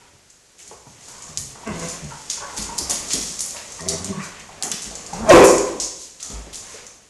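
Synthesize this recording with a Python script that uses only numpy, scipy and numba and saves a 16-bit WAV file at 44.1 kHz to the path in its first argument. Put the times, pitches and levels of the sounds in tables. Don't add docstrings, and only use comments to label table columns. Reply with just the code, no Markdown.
import sys
import numpy as np
from scipy import signal
from scipy.fft import rfft, irfft
from scipy.io import wavfile
from scipy.ndimage import uniform_filter1d
from numba import njit

SR = 44100
rng = np.random.default_rng(int(sys.argv[2]) if len(sys.argv) > 2 else 0)


def decibels_to_gain(level_db):
    exponent = np.asarray(level_db, float) / 20
    return 10 ** exponent


def unload_audio(sound):
    columns = np.transpose(np.atleast_2d(sound))
    steps = np.round(np.clip(columns, -1, 1) * 32767)
    wavfile.write(sys.argv[1], SR, steps.astype(np.int16))


N = 312974
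TIME = np.arange(N) / SR


def unit(x):
    return x / np.sqrt(np.mean(x ** 2) + 1e-18)


@njit
def svf(x, hz, width):
    y, b, l = np.empty(len(x)), 0., 0.
    for i in range(len(x)):
        g, k = np.tan(np.pi * hz[i] / SR), width / hz[i]
        v = (b + g * (x[i] - l)) / (1 + g * (g + k))
        b, l, y[i] = 2 * v - b, l + 2 * g * v, k * v
    return y


def band(x, hz, width):
    return svf(x + 1e-18, np.clip(hz, 20, .45 * SR) + np.zeros(len(x)), float(width))


def steep(x, hz, width):
    return band(band(x, hz, width), hz, width)


def coloured(points, count):
    hz, db = np.transpose(points)
    gain = decibels_to_gain(np.interp(np.log(np.fft.rfftfreq(count, 1 / SR) + 1), np.log(hz), db))
    return irfft(rfft(rng.standard_normal(count)) * gain, count)


def flicker(rate):
    k = int(SR / rate)
    return uniform_filter1d(np.repeat(rng.standard_normal(N // k + 1), k), k)[:N]


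def played(table, edge=.012):
    s, *columns = np.transpose(table)
    span = slice(int(s[0] * SR), int(s[-1] * SR))
    t = TIME[span]
    gate = np.clip(np.minimum(t - s[0], s[-1] - t) / edge, 0, 1)
    return span, gate, [np.interp(t, s, c) for c in columns]


def swell(start, peak, length, db, rise_db, fall_db):
    return [(start, db - rise_db), (start + peak, db), (start + length, db - fall_db)]


def humps(rows, fall_db):
    power = sum(decibels_to_gain(db - fall_db * np.abs(TIME - s) / half) ** 2 for s, db, half in rows)
    return np.sqrt(power)


def strikes(rows, ring, crackle_db=0):
    out = np.zeros(N + SR)
    t = TIME[:SR // 4]
    for s, db, hz, width, push in rows:
        grains = decibels_to_gain(crackle_db * rng.exponential(size=len(t) // 25)).repeat(25)
        burst = rng.standard_normal(len(t)) * grains * np.exp(-t / max(push, 1e-4))
        hit = ring(burst, hz, width)
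        out[int(s * SR):][:len(t)] += decibels_to_gain(db) * hit / np.abs(hit).max()
    return out[:N]


# (start [s], length [s], level [dB], first mouth resonance [Hz], last mouth resonance [Hz])
BREATHS = [(0, 0.11, -55, 970, 920), (1.07, 0.28, -47.5, 923, 1180), (1.55, 0.15, -51, 840, 950),
           (2.1, 0.12, -38, 943, 854), (2.36, 0.041, -35.5, 940, 950), (2.394, 0.11, -31.5, 1040, 990),
           (2.47, 0.18, -37, 920, 940), (2.643, 0.14, -40, 950, 920), (2.76, 0.24, -46, 930, 880),
           (4.101, 0.28, -40, 1007, 1120), (4.598, 0.14, -36.5, 780, 826), (6.204, 0.12, -47.5, 1307, 1260),
           (6.682, 0.14, -50.5, 1050, 980)]


def pants():
    out = np.zeros(N)
    for start, length, db, first_hz, last_hz in BREATHS:
        course = swell(start, .45 * length, length, db, rise_db=3, fall_db=10)
        span, gate, (db,) = played(course, edge=0.018)
        hz = np.linspace(first_hz, last_hz, len(db))
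        air = rng.standard_normal(len(db)) * decibels_to_gain(2.5 * flicker(60)[:len(db)])
        mouth = steep(air, hz, 340)
        moan = decibels_to_gain(-4) * steep(air, hz, 90)
        upper = decibels_to_gain(-4) * steep(air, 1.42 * hz, 380)
        throat = decibels_to_gain(-5.5) * steep(air, .55 * hz, 220)
        out[span] += unit(mouth + moan + upper + throat) * decibels_to_gain(db) * gate
    return out


# (time [s], effort [dB])
WRESTLING = [(0, -54), (.41, -78), (.65, -55.5), (.87, -61), (1.1, -50.5), (1.5, -53), (1.78, -39),
             (2.19, -49.5), (2.63, -44), (3.58, -47.5), (3.9, -46), (4.43, -46.5), (5.2, -47),
             (5.47, -32.5), (6.16, -64.5), (6.3, -50.5), (6.78, -47), (7.09, -65)]
# (fastest at [s], hiss level [dB], half length [s])
BODY_SLIDES = [(.8, -62, .15), (1.2, -34, 0.51), (1.84, -25, 0.16), (2.17, -33.5, 1), (2.63, -25, 0.2),
               (2.98, -32, 0.49), (3.125, -15, 0.06), (3.26, -23.5, 0.53), (3.82, -32.5, 0.44),
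               (4.25, -30.5, 0.098), (4.78, -31.5, 0.34), (5.15, -28.5, 0.13), (5.47, -26, 0.65),
               (6.03, -29, 0.11), (6.34, -29.5, 0.17), (6.74, -32.5, 0.22)]
# (heaviest at [s], rumble level [dB], half length [s])
WEIGHT_SHOVES = [(1.32, -47, 0.33), (1.72, -33.5, 0.093), (2.9, -38.5, 0.59), (3.95, -34.5, 0.25),
                 (5.34, -17, 0.19), (6.34, -40, 0.13)]


def drag():
    effort = decibels_to_gain(np.interp(TIME, *np.transpose(WRESTLING)))
    sliding = np.hypot(humps(BODY_SLIDES, fall_db=17.5), decibels_to_gain(-4.5) * effort)
    weight = np.hypot(humps(WEIGHT_SHOVES, fall_db=19.5), decibels_to_gain(0.5) * effort)
    grain_db = 1.6 * rng.exponential(size=N // 40 + 1).clip(0, 6).repeat(40)[:N]
    grains = rng.standard_normal(N) * decibels_to_gain(grain_db)
    hiss = unit(steep(grains, 6000, 8000)) * sliding * decibels_to_gain(-12.5 + 2 * flicker(15))
    rub = unit(band(grains[::-1], 2110, 1400)) * effort * decibels_to_gain(-2.5 + 2 * flicker(21))
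    floor = coloured([(20, -7.5), (60, -4.5), (200, -9.5), (500, -9.5), (1200, -12.5), (9000, -80.5)], N)
    rumble = unit(floor) * weight * decibels_to_gain(-2.0 + 0.5 * flicker(16.0))
    return hiss + rub + rumble


# (time [s], peak level [dB], ring [Hz], contact time [s])
LANDINGS = [(0.131, -49.5, 113, 0.029), (0.677, -51, 108, 0.052), (0.868, -44, 127, 0.055),
            (1.069, -78, 143, 0.025), (1.377, -35, 92, 0.031), (1.673, -28.5, 248, 0.15),
            (1.69, -28, 114, 0.037), (2.576, -31, 194, 0.07), (2.79, -32, 240, 0.063),
            (2.892, -32, 263, 0.09), (3.137, -26, 214, 0.058), (3.547, -58, 108, 0.028),
            (4.632, -33, 246, 0.091), (4.739, -30.5, 210, 0.0032), (4.845, -39, 196, 0.15),
            (5.748, -31.5, 275.2, 0.028), (6.298, -37.5, 144, 0.061), (6.329, -39, 161, 0.077),
            (6.468, -36.5, 288, 0.016)]


def thuds():
    return strikes([(s, db + 3.5, hz, 1.3 * hz, push) for s, db, hz, push in LANDINGS], steep)


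# (time [s], peak level [dB])
CLAW_TAPS = [(.3008, -24.5), (1.0065, -43), (1.674, -15.5), (1.795, -10.5), (2.0425, -17), (2.5965, -13),
             (2.6228, -6), (3.143, -14), (3.7212, -12.5), (3.796, -19), (4.3763, -38), (4.396, -20.5),
             (4.4877, -40), (4.9534, -9.5), (5.0635, -11), (5.1346, -15.5), (5.487, -9), (5.5812, -2),
             (6.228, -8.5), (6.246, -13.5), (6.866, -17)]
# (time [s], tick peak level [dB], skid level [dB], skid length [s], brightness [dB])
PAW_STEPS = [(.5837, -27, -38.5, 0.1, -8), (.676, -18, -41, 0.012, -4), (1.0826, -31, -37, 0.019, -6),
             (1.2217, -17, -32.5, 0.052, -9), (1.3741, 11, -27.5, 0.05, -0.5),
             (1.8857, -12, -28.5, 0.039, -1), (2.3008, 6.5, -25, 0.04, -6), (2.5723, -15, -23, 0.015, -5),
             (2.7803, -17, -26, 0.006, -2), (2.786, -15, -17, 0.0023, -6), (2.8967, -4, -22.5, 0.0034, -2),
             (2.902, -12, -17.5, 0.0077, -3), (3.1336, -2, -16, 0.0038, -3), (3.206, -16, -25.5, 0.04, -5),
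             (3.3915, -6, -22.5, 0.0054, -25), (3.4057, 6, -23, 0.07, -1.5),
             (3.808, -3.5, -31.5, 0.013, -18), (3.886, -7, -17, 0.0036, -6),
             (4.0443, -10, -23.5, 0.0035, -11), (4.6251, 9, -30, 0.024, -3),
             (4.6342, 10, -26.5, 0.018, -1.5), (4.7162, 8.5, -18, 0.0041, -9),
             (4.8201, -7, -27.5, 0.033, -1.5), (5.2913, -5.5, -20, 0.014, -23),
             (5.44, -27, -19, 0.038, 1.5), (5.7998, 0, -23, 0.03, -22), (6.2045, -8, -34.5, 0.096, -11),
             (6.5282, -28, -28.5, 0.044, -6), (6.5413, -29, -35, 0.12, -15)]
# (time [s], peak level [dB])
LATER_TOES = [(1.3791, 1), (1.3812, -5), (1.3848, -6), (1.3868, -7), (1.3926, -4), (1.4002, -7),
              (1.8832, -11), (2.3026, -4), (2.3044, -7), (2.308, -6), (2.3134, -5), (2.3158, -6),
              (2.3314, -5), (2.3369, -7), (2.5674, -11), (2.5737, -5), (2.5797, -5), (2.6263, -5),
              (2.6417, -8), (2.6549, -10), (2.7826, -1), (2.7881, 0), (2.7931, 1), (2.8996, 1),
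              (2.9531, -6), (2.9589, -5), (2.9946, -8), (3.0749, -10), (3.0858, -11), (3.1354, 5),
              (3.1394, 4), (3.1548, -1), (3.3415, -10), (3.3932, -1), (3.4076, -4), (3.4179, 0),
              (3.4205, -3), (3.4398, -6), (3.2275, -2), (3.5085, -3), (3.8804, -4), (3.8908, -3),
              (3.8994, -2), (3.9835, -10), (4.0463, -7), (4.0578, -7), (4.0654, -8), (4.6303, -6),
              (4.6362, -6), (4.7186, 0), (4.7208, -6), (4.7931, -11), (4.8242, -7), (5.5851, -1),
              (5.8019, -2), (5.8093, -2), (6.5449, -8)]


def claws():
    claw_hz, spread_hz, tick_s = 5700, 120, .00025
    tap_skid_db, tap_skid_s, tap_bright_db = -20.5, 0.0046, -17
    taps = [(s, db, db + tap_skid_db, tap_skid_s, tap_bright_db) for s, db in CLAW_TAPS]
    rows = PAW_STEPS + taps
    ring_hz = claw_hz + spread_hz * rng.standard_normal(len(rows))
    tick_rows, skid_rows, bright_rows = [], [], []
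    for (s, db, skid_db, skid_s, bright_db), hz in zip(rows, ring_hz):
        tick_rows.append((s, db - 14.5, hz, 5500, tick_s))
        skid_rows.append((s, skid_db + 7.5, 1.14 * hz, 5200, skid_s))
        bright_rows.append((s, skid_db + bright_db + 8, 10000, 5000, 0.83 * skid_s))
    ticks = strikes(tick_rows, band)
    ticks += strikes([(s, db - 12, claw_hz, 5500, tick_s) for s, db in LATER_TOES], band)
    skids = strikes(skid_rows, steep, crackle_db=3.5)
    skids += strikes(bright_rows, steep, crackle_db=6.0)
    return band(ticks, 7200, 8000), skids


# (time [s], peak level [dB], ring [Hz], width [Hz], t60 [s])
FURNITURE_KNOCKS = [(.63, -52, 402, 30, 0.22), (.709, -35, 440, 250, 0.23), (.709, -34.5, 824, 500, 0.25),
                    (.868, -38.5, 850, 400, 0.062), (1.553, -35.5, 870, 594, 0.28),
                    (1.631, -33.5, 946, 119, 0.025), (2.69, -27, 943, 148, 0.22),
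                    (2.899, -25.5, 770, 597, 0.18), (3.545, -30, 716, 930, 0.31),
                    (3.792, -29.5, 1040, 150, 0.047), (4.12, -32.5, 1130, 60.6, 0.25),
                    (4.195, -32, 1210, 148, 0.23), (4.2, -32.5, 2410, 400, 0.25),
                    (4.23, -34, 1480, 400, 0.34), (4.195, -34, 1940, 250, 0.23),
                    (3.792, -33, 1850, 150, 0.08), (1.715, -37, 2050, 300, 0.15),
                    (1.839, -37, 2030, 300, 0.14), (2.107, -36.5, 1350, 150, 0.12),
                    (.59, -42, 2500, 2500, 0.39), (.76, -43, 605, 700, .3), (4.49, -31.5, 840, 300, 0.1),
                    (4.913, -30, 555, 684, 0.51), (5.13, -21, 836, 108, 0.071),
                    (6.3, -35.5, 500, 800, 0.28), (6.74, -36.5, 500, 198, 0.22)]


def knocks():
    rows = [(s, db, hz, 0.87 * width, t60 / np.log(1000)) for s, db, hz, width, t60 in FURNITURE_KNOCKS]
    return strikes(rows, steep)


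# (time [s], peak level [dB], ring [Hz], length [s])
PAD_SCUFFS = [(0.709, -37.5, 2220, 0.011), (1.379, -30, 3800, 0.028), (2.298, -19.5, 3560, 0.027),
              (2.57, -15, 3600, 0.017), (2.907, -20.5, 2360, 0.037), (3.104, -18.5, 3480, 0.032),
              (3.561, -25.5, 2340, 0.014), (3.898, -25.5, 3860, 0.02), (4.042, -20.5, 3770, 0.064),
              (4.631, -23.5, 2200, 0.0044), (4.718, -17, 3430, 0.0058), (4.854, -32, 3280, 0.0062),
              (4.906, -27, 3800, 0.017), (5.801, -27, 3017, 0.048), (6.198, -29, 3400, 0.043),
              (6.528, -26, 3900, 0.022)]


def scuffs():
    return strikes([(s, db, hz, 1.7 * hz, push) for s, db, hz, push in PAD_SCUFFS], steep, crackle_db=4.0)


# (time [s], level [dB], ring [Hz])
SLAB_BOOMS = [(.75, -53, 62), (1.38, -43, 68), (2.58, -31.5, 51.3), (2.8, -35, 69), (3.15, -33, 50),
              (3.5, -49, 54.6), (4.851, -36, 53.4), (5.56, -37, 55.7), (5.801, -37.5, 49.5),
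              (6.324, -25, 53.6)]


def booms():
    t60_s, swell_s = 0.39, 0.036
    out = np.zeros(N)
    for s, db, hz in SLAB_BOOMS:
        t = np.clip(TIME - s, 0, 2)
        fade = decibels_to_gain(db + 6.5 - 60 * t / t60_s)
        out += fade * (1 - np.exp(-t / swell_s)) * np.sin(2 * np.pi * hz * t)
    return out


def folds(hz, rough, half):
    length_chance, size_chance, breath = rng.standard_normal((len(hz), 3)).T
    wobble = uniform_filter1d(np.repeat(length_chance, 200)[:len(hz)], 200)
    phase = np.cumsum(hz * (1 + 0.2497 * rough * wobble)) / SR
    cycle = phase.astype(int)
    pairs = 1 + np.clip(half, 0, 1) * (-1.) ** cycle
    size = decibels_to_gain(10 * rough * size_chance[cycle]) * pairs
    pulses = np.diff(cycle, prepend=0) * size * np.sqrt(SR / hz)
    return pulses + .9 * rough * breath * np.exp(-(phase % 1) / .4)


# (frequency [Hz], width [Hz], level [dB])
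CLOSED_THROAT = [(395, 79, 12.5), (500, 55, 1.5), (643, 200, 3), (1040, 75, -6), (2030, 660, -10)]


def growl(hz, db, open_db, rough, half, tract=CLOSED_THROAT):
    source = folds(hz, np.clip(rough, 0, 1), half)
    half_pitch = decibels_to_gain(4) * steep(source, hz / 2, 40) - decibels_to_gain(-4) * steep(source, 3 * hz / 2, 68)
    chest = steep(source, hz, 95) + np.clip(half, 0, 1) * half_pitch
    throat = sum((-1) ** k * decibels_to_gain(g) * steep(source, f, 0.45 * w) for k, (f, w, g) in enumerate(tract))
    lumps = 1.8 * flicker(32)[:len(hz)]
    return unit(chest - decibels_to_gain(open_db) * throat) * decibels_to_gain(db + lumps)


# (start [s], loudest after [s], length [s], level [dB], first pitch [Hz])
LOW_GRUMBLES = [
    (0.859, 0.0044, 0.46, -52.5, 132.7),
    (1.278, 0.2, 0.34, -43.5, 158.1),
    (2.009, 0.073, 0.223, -35, 152),
]


def grumbles():
    rest_hz, settle_s = 127, 0.12
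    out = np.zeros(N)
    for start, peak, length, db, first_hz in LOW_GRUMBLES:
        span, gate, (db,) = played(swell(start, peak, length, db, rise_db=4, fall_db=22))
        settled = np.exp(-(TIME[span] - start) / settle_s)
        hz = rest_hz + (first_hz - rest_hz) * settled
        out[span] += growl(hz, db, open_db=-24.5, rough=.36, half=0.83 * settled) * gate
    return out


# (time [s], pitch [Hz], level [dB], mouth opening [dB])
SHORT_GROWLS = [
    [(1.655, 225, -34, -5), (1.69, 222.2, -30, -5), (1.712, 201.6, -37.5, -0.5), (1.732, 173.7, -32, -8),
     (1.765, 168, -24.5, -12), (1.815, 168.3, -40, -5), (1.854, 169, -24, -10.5), (1.92, 171.5, -44.5, -3),
     (1.97, 166, -38, -2)],
    [(5.12, 160, -28, -13), (5.158, 174.5, -35, -12.5), (5.19, 203.6, -35.5, -7.5), (5.235, 228, -27, -28),
     (5.285, 221, -35, -15)],
]
# (frequency [Hz], width [Hz], level [dB])
WIDE_THROAT = [(430, 96, 0), (500, 82, 4.5), (650, 230, 3.5), (1052, 380, 2.5), (1550, 500, -5),
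               (2090, 550, -5), (2700, 850, -9.5)]


def short_growls():
    roughness, pairing = (.22, .08), (.12, .1)
    out = np.zeros(N)
    for call, rough, half in zip(SHORT_GROWLS, roughness, pairing):
        span, gate, (hz, db, open_db) = played(call)
        out[span] += growl(hz, db, open_db, rough, half, WIDE_THROAT) * gate
    return out


# (time [s], pitch [Hz], level [dB], mouth opening [dB])
DRAWN_GROWL = [(3.79, 162.5, -41, -10), (3.86, 170.9, -35, -4.5), (3.93, 168.8, -35, -1.5),
               (4.0, 184, -33.5, -17), (4.07, 188.3, -34.5, -13), (4.105, 195.4, -23.5, -17.5),
               (4.14, 181, -32, -13.5), (4.2, 172.6, -25, -20), (4.32, 164, -52, -11)]


def long_growl():
    throb_from_s, throb_hz, pairs_fade_s = 4.13, 40, .04
    out = np.zeros(N)
    span, gate, (hz, db, open_db) = played(DRAWN_GROWL)
    t = TIME[span]
    pairs = .7 * np.clip((throb_from_s - t) / pairs_fade_s, 0, 1)
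    throb = np.cos(np.pi * throb_hz * np.clip(t - throb_from_s, 0, 1))
    out[span] += growl(hz, db, open_db, rough=.32, half=pairs) * throb * gate
    return out


# (time [s], pitch [Hz], level [dB], main mouth resonance and cry pitch [Hz], cry level [dB])
BARK_COURSE = [(5.255, 210.8, -36, 650, -7), (5.29, 213, -16.5, 640.1, -11), (5.305, 215, -1.5, 632.4, -6),
               (5.312, 175.7, -2, 525.5, -2), (5.362, 171.9, -1.5, 520, -1.5), (5.372, 190, -3, 392, -3.5),
               (5.43, 189.7, -8.5, 395.5, -1), (5.445, 170, -7, 517, 5.5), (5.475, 168, -27, 513, -0.5)]
# (frequency [Hz], width [Hz], level [dB])
BARK_RESONANCES = [(305, 86, 3.5), (520, 126, -11), (708, 140, -11), (1027, 184, -10), (1515, 650, -22.5),
                   (2393, 560, -24)]
CRY_OVERTONES = [0, -14, -19, -25, -15]


def bark():
    rough, hoarser_per_s, rasp_db = .15, 1.0, -10
    out = np.zeros(N)
    span, gate, (hz, db, mouth_hz, cry_db) = played(BARK_COURSE, edge=0.0096)
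    count = len(hz)
    rough = rough + hoarser_per_s * (TIME[span] - TIME[span][0])
    source = folds(hz, np.clip(rough, 0, 1), 0)
    voice = steep(source, mouth_hz, 156)
    for k, (f, width, g) in enumerate(BARK_RESONANCES):
        voice = voice + (-1) ** k * decibels_to_gain(g) * steep(source, f, 0.87 * width)
    rasp = band(rng.standard_normal(count), 3400, 6400)
    phase = 2 * np.pi * np.cumsum(mouth_hz * (1 + .012 * flicker(150)[:count])) / SR
    cry = sum(decibels_to_gain(g) * np.sin((k + 1) * phase) for k, g in enumerate(CRY_OVERTONES))
    cry = decibels_to_gain(cry_db + 3.0 * flicker(90)[:count]) * cry
    out[span] = (unit(voice) + cry + decibels_to_gain(rasp_db - 11.5) * unit(rasp)) * decibels_to_gain(db) * gate
    return out


# (frequency [Hz], t60 [s])
REVERB = [(40, 0.84), (150, 0.75), (400, 0.72), (1000, 0.86), (3000, 0.49), (6500, 0.52), (11000, 0.41)]
# (frequency [Hz], level [dB], t60 [s])
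STANDING_WAVES = [(300, -56.5, 0.22), (521.5, -61.5, 0.5), (373, -67, .35)]
# (delay [s], level [dB])
WALL_ECHOES = [(.0052, -3), (.0078, -9), (.0108, -7), (.0131, -8), (.019, -8), (.0262, -9)]


def room(x):
    t = TIME[:int(1.2 * SR)]
    hz, t60 = np.transpose(REVERB)
    tail = np.zeros(len(t))
    for f in 40 * 2. ** np.arange(0, 8.6, .5):
        band_t60 = np.interp(np.log(f), np.log(hz), t60)
        tail += band(rng.standard_normal(len(t)), f, .7 * f) * decibels_to_gain(-60 * t / band_t60)
    tail *= (1 - np.exp(-t / 0.0093)) / np.sqrt(np.sum(tail ** 2))
    for f, db, ring in STANDING_WAVES:
        tail += decibels_to_gain(db) * np.sin(2 * np.pi * f * t) * decibels_to_gain(-60 * t / ring)
    for k, (s, db) in enumerate(WALL_ECHOES):
        tail[int(s * SR)] += decibels_to_gain(db - 8) * (-1) ** k
    return signal.fftconvolve(x, tail)[:N]


def scene():
    breath_and_bodies = decibels_to_gain(-2.5) * pants() + drag() + thuds() + knocks()
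    ticks, skids = claws()
    skids = skids + scuffs()
    boom = booms()
    voice = grumbles() + short_growls() + long_growl()
    others = breath_and_bodies + bark()
    direct = ticks + decibels_to_gain(-0.5) * skids + boom + voice + others
    to_walls = decibels_to_gain(-21.5) * ticks + skids + decibels_to_gain(-13) * voice + decibels_to_gain(-7.0) * others
    return (direct + room(to_walls))[None]


def top_cut(x):
    return signal.sosfilt(signal.butter(12, 15810, fs=SR, output="sos"), x)


# (frequency [Hz], width [Hz], level [dB])
MIC_PORT = [(6730, 2200, 2)]
# (frequency [Hz], level per Hz [dB])
ROOM_TONE = [(15, -34), (25, 8), (340, 2.5), (397, 5), (1170, -4), (1440, 0), (3560, -3), (6620, 2.5),
             (12000, -8.5), (15600, -42), (22000, -120)]


def record(dry):
    room_tone_db, overload = -54.5, .69
    x = dry[0] + sum(decibels_to_gain(db) * band(dry[0], hz, width) for hz, width, db in MIC_PORT)
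    x = x + decibels_to_gain(room_tone_db) * unit(coloured(ROOM_TONE, N))
    x = signal.sosfilt(signal.ellip(10, .3, 70, 11860, fs=SR, output="sos"), x)
    x = signal.sosfilt(signal.butter(1, 22, "high", fs=SR, output="sos"), x)
    x = np.clip(x, -overload, overload)
    x = signal.sosfilt(signal.butter(2, 12500, fs=SR, output="sos"), x)
    return top_cut(x[None])


dry = scene()
out = record(dry)
unload_audio(out)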